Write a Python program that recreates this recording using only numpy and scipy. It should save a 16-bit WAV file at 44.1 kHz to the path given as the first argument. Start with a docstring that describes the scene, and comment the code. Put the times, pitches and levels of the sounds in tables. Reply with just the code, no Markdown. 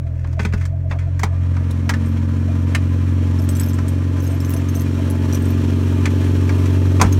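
"""A cabin booms at twice the firing rate of an idling four-cylinder engine. Someone climbs out of the
driver's seat: plastic trim and the hand-held microphone are knocked, the trim is scraped, the body
thumps, a loose panel buzzes and a door snaps. On the way to the rear wheel, the engine bay whirr and
the throb of uneven exhaust puffs open up over a dull rumble, and a bunch of keys jingles."""
import sys
import numpy as np
from scipy import signal
from scipy.fft import rfft, irfft, next_fast_len
from scipy.io import wavfile

SR = 44100
rng = np.random.default_rng(int(sys.argv[2]) if len(sys.argv) > 2 else 0)


def output_pcm(signal):
    """Save a mono or channel-first signal as 16-bit PCM at the path in sys.argv[1].

    Samples are clipped to [-1, 1] before scaling.
    """
    pcm = np.clip(np.atleast_2d(signal).T, -1, 1) * 32767
    wavfile.write(sys.argv[1], SR, np.round(pcm).astype(np.int16))


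N = 317079
T = np.arange(N) / SR

# microphone path: (time [s], place [0 driver's seat, 1 door, 2 rear wheel])
PATH = [(0.88, 0), (1.25, 0.26), (1.6, 0.85), (1.9, 0.98), (3.6, 1.505), (4.15, 1.42), (4.8, 1.62),
        (5.3, 1.88), (6.7, 2)]
# levels along the path: (seat [dB], door [dB], wheel [dB])
RUMBLE_DB, FAN_DB, WHIRR_DB = (-35.5, -43, -33), (-60, -46.5, -44.5), (-54.5, -41.5, -36)
HISS_DB, HISS_TOP_GAIN_DB = (-61, -46.5, -38.5), (-12, 2, 5.5)
NOTE_DB, THROB_DB, RASP_DB = (-34.5, -39, -43), (-49, -30.5, -25), (-57.5, -48, -31.5)
GROWL_DB, WHINE_DB = (-66, -48.5, -45), (-70, -59.5, -49.5)

# noise spectra: (frequency [Hz], relative density [dB])
RUMBLE_SPECTRUM = [(15, -36), (30, -11), (45, 1), (65, 1.5), (100, 7.5), (170, -6), (300, -7.5),
                   (450, -20.5), (650, -6), (900, -55)]
WHIRR_SPECTRUM = [(260, -10.5), (450, 1.5), (640, -1.5), (771, -13.5), (880, -9.5), (1150, -9.5),
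                  (1700, -7), (2600, -9.5), (4100, -29), (4800, -33), (5700, -27), (9200, -33.5),
                  (10400, -40), (11800, -38), (16000, -48)]
KNOCK_SPECTRUM = [(200, -7), (400, -2), (700, -2.5), (1100, 3.5), (1500, -1.5), (2100, 2.5), (2800, -17),
                  (4000, -12.5), (6000, -11), (8500, -16), (10500, -24), (16000, -29)]
FRICTION_SPECTRUM = [(300, 13), (1000, -4), (2100, -2.5), (3200, -17.5), (6000, -6), (16000, -26.5)]
METAL_SPECTRUM = [(1500, 5), (4000, -1.5), (7000, 4), (16000, -5.5)]
GAS_SPECTRUM = [(120, -29), (260, -36), (400, 1), (560, -3.0), (800, -19), (2000, -58)]

# engine bay and plastic trim resonances: (frequency [Hz], width [Hz], gain [dB])
BAY_MODES = [(940, 17, 4), (1017, 12.4, 7.5), (1186, 44, 2.5), (1510, 6, -34), (1722, 24, -3),
             (2170, 27, -14), (2410, 38, 0.5), (3230, 180, -4), (4220, 670, 2), (5380, 690, -7.5),
             (7150, 46, -19)]
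TRIM_MODES = [(1014, 21, 5), (1300, 130, 1.5), (1520, 40, 14), (1774, 62, 12.5), (2060, 10, 17),
              (2560, 450, 13.5), (3270, 31, 22), (4300, 27, 4), (5160, 76, -15), (6330, 100, -1.5),
              (8000, 55, -11)]
# car body and key modes: (frequency [Hz], level [dB], t60 [s])
BODY_MODES = [(53.3, -8.5, 0.094), (175, -8, 0.11), (205, -3, 0.097), (342.6, -13.5, 0.054),
              (415, -16.5, 0.14), (827, -19.5, 0.026)]
KEY_MODES = [(5370, 6, 0.047), (6240, 10.5, 0.044), (7550, -1, 0.033), (8330, 3.5, 0.054), (8540, 3, 0.028),
             (10850, 7, 0.032), (11700, 14, 0.037), (11900, -4, 0.04), (13780, 7, 0.092),
             (14000, -18, 0.055), (15460, -8, 0.042)]
# engine bay reflections: (delay [s], gain [linear])
BAY_ECHOES = [(.0037, 0.18), (.0083, -0.036), (0.0128, .35), (0.0193, 0.2)]

# spells of faint buzzing, sliding, key swinging and light tapping: (start [s], end [s], level [dB])
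PANEL_STIRS = [(1.2, 6.4, -41)]
SCRAPES = [(0.13, 0.399, -49), (0.378, 0.486, -34.5), (0.55, 0.662, -42), (0.885, 0.952, -43),
           (1.208, 1.238, -37), (7.008, 7.081, -29)]
KEY_SHAKES = [(2.05, 2.09, -42), (3.38, 3.45, -38.5), (3.49, 3.76, -34.5), (4.19, 4.35, -32),
              (4.39, 4.52, -34), (4.73, 4.82, -32.5), (5.38, 5.52, -39.5)]
FUMBLES = [(.05, .08, -36), (.41, .5, -36), (.57, .63, -31.5), (.97, 1.01, -34)]
# strongest panel buzzes: (time [s], level [dB])
BUZZES = [(.065, -36), (.383, -34), (.735, -37.5), (.86, -35.5), (.96, -31), (1.08, -36.5), (4.34, -32),
          (4.56, -35), (5.0, -32.5)]
# heavy bumps: (time [s], level [dB], tilt [dB/octave])
THUMPS = [(0.399, -15.5, 2), (0.453, -12, 1.5), (.539, -13, -2.5), (0.905, -27, -6), (1.237, -16.5, 4.5),
          (7.014, -10.5, 9), (7.044, -8.5, -4.5)]
# hardest key clinks: (time [s], level [dB], leading ring [Hz])
CLINKS = [(3.49, -21, 8000), (3.5528, -28, 6000), (3.5975, -17.5, 7970), (3.6342, -30, 13900),
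          (3.686, -29.5, 11700), (3.8823, -27.5, 8170), (4.2672, -30.5, 6416), (4.4954, -26, 14310),
          (4.5371, -25, 10700), (4.5656, -29, 6187), (4.6876, -28.5, 6304), (4.7541, -27, 6210),
          (4.795, -29.5, 6280), (5.1017, -26.5, 10730), (5.3268, -23.5, 5810), (5.347, -20.5, 5900),
          (7.1257, -21, 6500)]
# hollow plastic knocks, a door snap (2.748 s) and perhaps a footstep (6.055 s):
# (time [s], level [dB], low gain [dB], treble gain [dB], pitch [ratio])
KNOCKS = [(0.243, -30.5, -0.5, -33, 0.94), (0.328, -38, -6, -6.5, 0.91), (0.393, -15.5, -6.5, -24, 1),
          (0.449, -14.5, -12, -16.5, 0.98), (0.523, -28.5, -18, -18, 1.1), (0.535, -18.5, -11, -14.5, 0.81),
          (0.652, -29, -12, -4, 0.95), (0.91, -21, -5, -37, 1.08), (0.922, -26, -1, -35, 1.05),
          (1.193, -23.5, -7.5, -6, 0.91), (1.232, -9, -6, -12, 0.95), (1.565, -27, -2.5, -18, 0.99),
          (1.708, -41, -3, 8, 1.6), (1.892, -7.5, -9, -10.5, 0.93), (1.937, -17, -20, -16, 0.85),
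          (2.748, -8, -12, -13.5, 1.19), (3.785, -24, -3.5, -13, 0.88), (6.055, -9, -18, -15.5, 1),
          (6.492, -17, -8, -16.5, 0.92), (6.657, -25, -13, -7, 0.98), (6.998, -14, 0, -20, 1),
          (7.013, -4.5, 0, -5.5, 1.02)]

# boom pitch, twice the firing rate: (time [s], frequency [Hz])
BOOM_PITCH = [(0.0, 85.7), (0.08, 83.5), (0.35, 84.06), (0.56, 87.3), (0.75, 88.7), (1.78, 88.8),
              (1.9, 89.63), (3.54, 90.4), (3.6, 90.43), (5.27, 90.83), (6.19, 91.8), (6.95, 92.4)]
# cabin boom, and exhaust hum near five times the firing rate: (time [s], level [dB])
BOOM_LEVEL = [(0.05, -23.5), (0.62, -18), (0.74, -21), (1.54, -16), (1.7, -18.5), (3.27, -15.5),
              (3.65, -17), (4.84, -18.5), (7.15, -13), (7.19, -11)]
HUM_LEVEL = [(1.2, -51), (1.45, -36.5), (2.0, -26), (2.9, -30), (3.7, -27), (4.27, -36), (4.8, -28.5),
             (5.6, -25), (7.19, -30.5)]
# exhaust partials: (order [x firing rate], level within its band [dB])
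EXHAUST_ORDERS = [(0.25, -52), (0.5, -41), (0.75, -54), (1, -17.5), (1.25, -30), (1.5, -37), (1.75, -23),
                  (2, 7), (2.25, -33), (2.5, -19), (2.75, -24), (3, -9.5), (3.25, -43.5), (3.5, -52),
                  (3.75, -43), (4, -34), (4.25, -44), (4.5, -57), (4.75, -30), (5, -16.5), (5.25, -29.5),
                  (5.5, -16), (5.75, -21), (6, -16.5), (6.25, -20.5), (6.5, -16), (6.75, -24), (7, -27),
                  (7.25, -27), (7.5, -28), (7.75, -24), (8, -32), (8.25, -17.5), (8.5, -36), (8.75, -48),
                  (9, -21.5), (9.25, -28.5), (9.5, -30), (9.75, -38.5), (10, -36), (10.25, -32.5),
                  (10.5, -32.5), (11, -29.5), (11.25, -34.5)]
# four uneven puffs at the tailpipe: (arrival [cycles], strength [linear])
PUFFS = [(.04, .65), (.2, .85), (.55, 1.0), (.73, .9)]


def from_db(db):
    """Decibels to gain."""
    return 10 ** (np.asarray(db) / 20)


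def unit_rms(x):
    """Scale to rms 1."""
    return x / np.sqrt(np.mean(x ** 2) + 1e-20)


def curve(rows):
    """Interpolate (time, value) rows at every sample."""
    return np.interp(T, *np.transpose(rows))


def path_db(levels_db, power=1):
    """Level along the path; power < 1 brings the door level in early."""
    place = curve(PATH)
    return np.interp(np.where(place < 1, place ** power, place), [0, 1, 2], levels_db)


def drift(rate_hz):
    """Smooth random wander, rms 1."""
    hop, settle = 40, 2000
    pole = np.exp(-2 * np.pi * rate_hz * hop / SR)
    white = rng.standard_normal(N // hop + settle + 2)
    slow = signal.lfilter([1], [1, -2 * pole, pole * pole], white)[settle:]
    return np.interp(np.arange(N) / hop, np.arange(len(slow)), unit_rms(slow))


def noise(spectrum, size=N):
    """Shaped noise, rms 1."""
    hz, db = np.transpose(spectrum)
    length = next_fast_len(size)
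    bins_hz = np.maximum(np.fft.rfftfreq(length, 1 / SR), 1)
    gain = from_db(np.interp(np.log(bins_hz), np.log(hz), db))
    return unit_rms(irfft(rfft(rng.standard_normal(length)) * gain, length)[:size])


def split(x, hz):
    """Crossover: (low, high)."""
    filters = [signal.butter(3, hz, kind, fs=SR, output="sos") for kind in ("low", "high")]
    return [signal.sosfilt(sos, x) for sos in filters]


def resonate(x, hz, width_hz):
    """Two-pole resonance, unity peak gain."""
    r = np.exp(-np.pi * width_hz / SR)
    feedback = [1, -2 * r * np.cos(2 * np.pi * hz / SR), r * r]
    return signal.lfilter(np.array([1, 0, -1]) * (1 - r * r) / 2, feedback, x)


def with_modes(x, modes, pitch=1):
    """Input plus its resonances; smaller parts ring at a higher pitch."""
    return x + sum(from_db(db) * resonate(x, hz * pitch, width_hz) for hz, width_hz, db in modes)


def decay(t, t60_s):
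    """Fall of 60 dB per t60_s."""
    return np.exp(-np.log(1000) * t / t60_s)


def add(out, time_s, sound):
    """Mix a sound in at time_s."""
    at = max(round(time_s * SR), 0)
    out[at:at + len(sound)] += sound[:N - at]


def scatter(spells, per_s, spread_db, stray_slots=0.35, max_count=64):
    """Uneven repeats within each spell: (time [s], level [dB])."""
    rows = []
    for start_s, end_s, db in spells:
        count = int(np.clip(round((end_s - start_s) * per_s), 1, max_count))
        stray, strength = rng.uniform(-0.92, 1, (max_count, 2))[:count].T
        times_s = start_s + (end_s - start_s) * (np.arange(count) + 0.5 + stray_slots * stray) / count
        rows += zip(times_s, db + spread_db * np.sqrt(3) * strength)
    return rows


def cabin_rumble():
    """Dull noise in which the cabin air rings."""
    rumble = noise(RUMBLE_SPECTRUM)
    air_ring = from_db(7) * resonate(rumble, hz=284.7, width_hz=10.3)
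    return from_db(path_db(RUMBLE_DB)) * unit_rms(rumble + air_ring)


def panel_buzz(buzz_hz=665, sigma_s=0.011):
    """A loose panel buzzes unsteadily in brief swells."""
    buzzes = BUZZES + scatter(PANEL_STIRS, per_s=3.5, spread_db=4)
    swells = sum(from_db(db) * np.exp(-((T - time_s) / sigma_s) ** 2 / 2) for time_s, db in buzzes)
    waver_rad = 0.19 * drift(55) + 2 * drift(13)
    return swells * np.sin(2 * np.pi * buzz_hz * T + waver_rad) * from_db(2 * drift(80))


def engine_bay(leak_power=0.4, flicker_db=1.3):
    """Fan, whirr and hiss, coloured by bay modes and echoes; the bodywork screens them from the seat."""
    air = with_modes(noise(WHIRR_SPECTRUM), BAY_MODES)
    air = air + sum(gain * np.roll(air, round(delay_s * SR)) for delay_s, gain in BAY_ECHOES)
    lower, hiss = split(air, 2830)
    fan, whirr = split(lower, 760)
    hiss, top = split(unit_rms(hiss), 11400)
    hiss = hiss + from_db(path_db(HISS_TOP_GAIN_DB)) * top
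    bands = [(FAN_DB, unit_rms(fan)), (WHIRR_DB, unit_rms(whirr)), (HISS_DB, hiss)]
    mix = sum(from_db(path_db(levels_db, leak_power)) * band for levels_db, band in bands)
    return mix * from_db(flicker_db * drift(32))


def trim_scrapes(grain_db=4):
    """Something slides over plastic in quick, uneven slips."""
    strokes = sum(from_db(db) * np.sin(np.pi * np.clip((T - start_s) / (end_s - start_s), 0, 1))
                  for start_s, end_s, db in SCRAPES)
    friction = with_modes(noise(FRICTION_SPECTRUM), TRIM_MODES)
    return strokes * unit_rms(friction * from_db(grain_db * drift(140)))


def body_thumps(pivot_hz=190, highpass_hz=42):
    """Heavy bumps set the body ringing; each has its own tilt, from deep thud to brighter bump."""
    out, t = np.zeros(N), T[:SR // 3]
    for time_s, db, tilt_db in THUMPS:
        for hz, mode_db, t60_s in BODY_MODES:
            gain = from_db(db + mode_db + tilt_db * np.log2(hz / pivot_hz))
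            add(out, time_s, gain * np.sin(2 * np.pi * hz * t) * decay(t, t60_s))
    return split(out, highpass_hz)[1]


def key_jingle(mode_spread_db=5, rebound_db=-5, detune=0.025):
    """Each touch clicks and rings one key, then sets off four contacts among keys of varying size."""
    out, t = np.zeros(N), T[:SR // 8]
    mode_hz, mode_db, t60_s = np.transpose(KEY_MODES)
    decays = decay(t, t60_s[:, None])
    shakes = scatter(KEY_SHAKES, per_s=45, spread_db=4.5)
    touches = [(time_s, db, rng.choice(mode_hz)) for time_s, db in shakes]
    for time_s, db, lead_hz in CLINKS + touches:
        lead = np.sin(2 * np.pi * lead_hz * t) * decay(t, 0.054)
        click = from_db(6) * noise(METAL_SPECTRUM, len(t)) * decay(t, 0.0019)
        add(out, time_s, from_db(db - 4.5) * (lead + click))
        for k, delay_s in enumerate(np.cumsum(rng.uniform(0.001, 0.01, size=4))):
            hz = mode_hz * (1 + detune * rng.standard_normal(len(KEY_MODES)))
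            gains = from_db(mode_db + mode_spread_db * rng.standard_normal(len(KEY_MODES)))
            ring = gains @ (np.sin(2 * np.pi * hz[:, None] * t) * decays) / np.linalg.norm(gains)
            tick = from_db(5) * noise(METAL_SPECTRUM, len(t)) * decay(t, 0.0057)
            add(out, time_s + delay_s, from_db(db - 9 + k * rebound_db) * (ring + tick))
    return out


def assorted_knocks(knock_t60_s=0.089, tap_t60_s=0.25, rise_s=0.0021, crack_db=4, crack_s=0.0062):
    """Knocks, door snap and taps: a crack, a hollow ring whose treble dies first, a faint cabin tail."""
    out, t = np.zeros(N), T[:SR // 4]
    onset = (1 - np.exp(-t / rise_s)) * (1 + from_db(crack_db) * np.exp(-t / crack_s))
    tail = from_db(-23) * decay(t, 0.06)
    knocks = [(*knock, knock_t60_s) for knock in KNOCKS]
    fumbles = scatter(FUMBLES, per_s=23, spread_db=4.5)
    taps = [(time_s, db, -16, -15.5, 1, tap_t60_s) for time_s, db in fumbles]
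    for time_s, db, low_db, treble_db, pitch, base_t60_s in knocks + taps:
        spectrum = [(hz * pitch, level_db) for hz, level_db in KNOCK_SPECTRUM]
        blow = with_modes(noise(spectrum, len(t)), TRIM_MODES, pitch)
        low, upper = split(blow, 970)
        middle, treble = split(upper, 5460)
        ring = from_db(low_db + 4.5) * unit_rms(low) * (decay(t, 1.6 * base_t60_s) + tail)
        ring += from_db(2) * unit_rms(middle) * (decay(t, 1.04 * base_t60_s) + tail)
        ring += from_db(treble_db + 3.5) * unit_rms(treble) * (decay(t, 0.87 * base_t60_s) + tail)
        add(out, time_s, from_db(db - 11) * onset * ring)
    return out


def whine(firings, order=19):
    """Thin tone that follows engine speed, heard beside the car."""
    tone = np.sqrt(2) * np.sin(2 * np.pi * order * firings)
    return from_db(path_db(WHINE_DB) + 2.43 * drift(2.49)) * tone


def exhaust_gas(cycles, sharpness=28, below_throb_db=19):
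    """Turbulent gas leaves with every puff."""
    puffs = sum(strength * np.exp(sharpness * (np.cos(2 * np.pi * (cycles - arrival)) - 1))
                for arrival, strength in PUFFS)
    return from_db(path_db(THROB_DB) - below_throb_db) * unit_rms(puffs) * noise(GAS_SPECTRUM)


def exhaust_tone(cycles):
    """Four-stroke orders phased to the puffs; each cycle burns a little differently."""
    arrivals, strengths = np.transpose(PUFFS)
    note_db = path_db(NOTE_DB) + 0.73 * drift(6.9)
    boom_db = curve(BOOM_LEVEL) + 0.11 * drift(44)
    drone_db = -26.5 + 0.43 * drift(11)
    hum_db = curve(HUM_LEVEL) + 0.36 * drift(5)
    throb_db = path_db(THROB_DB) + 0.86 * drift(51)
    rasp_db = path_db(RASP_DB) + 0.27 * drift(25)
    levels_db = [note_db, boom_db, drone_db, hum_db, throb_db, rasp_db, path_db(GROWL_DB)]
    order_edges = [0, 1.4, 2.6, 4.4, 5.3, 7.4, 9.6, 11.5]
    out = np.zeros(N)
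    for low, high, level_db in zip(order_edges, order_edges[1:], levels_db):
        band = np.zeros(N)
        sign = -1 if low == 0 else 1   # below the boom, the body swings against the puffs
        for order, db in EXHAUST_ORDERS:
            if low < order < high:
                per_cycle = round(order * len(PUFFS))
                phase_rad = np.angle(strengths @ np.exp(-2j * np.pi * per_cycle * arrivals))
                band += sign * from_db(db) * np.cos(2 * np.pi * per_cycle * cycles + phase_rad)
        out += from_db(level_db) * unit_rms(band)
    return out


def engine(jitter_firings=0.004):
    """Four firings per cycle, slightly unsteady, drive the tone, gas noise and whine."""
    firing_hz = curve(BOOM_PITCH) / 2
    firings = np.cumsum(firing_hz) / SR + jitter_firings * drift(10)
    cycles = firings / len(PUFFS)
    return exhaust_tone(cycles) + exhaust_gas(cycles) + whine(firings)


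def scene():
    """Idling car plus handling noises, mono."""
    car = engine() + engine_bay() + panel_buzz() + cabin_rumble()
    handling = assorted_knocks() + trim_scrapes() + body_thumps() + key_jingle()
    return (car + handling)[None]


def record(dry):
    """Clip at full scale, low-pass at 16 kHz."""
    lowpass = signal.ellip(10, 0.2, 80, 16000, fs=SR, output="sos")
    return signal.sosfilt(lowpass, np.clip(dry, -1, 1))


dry = scene()
out = record(dry)
output_pcm(out)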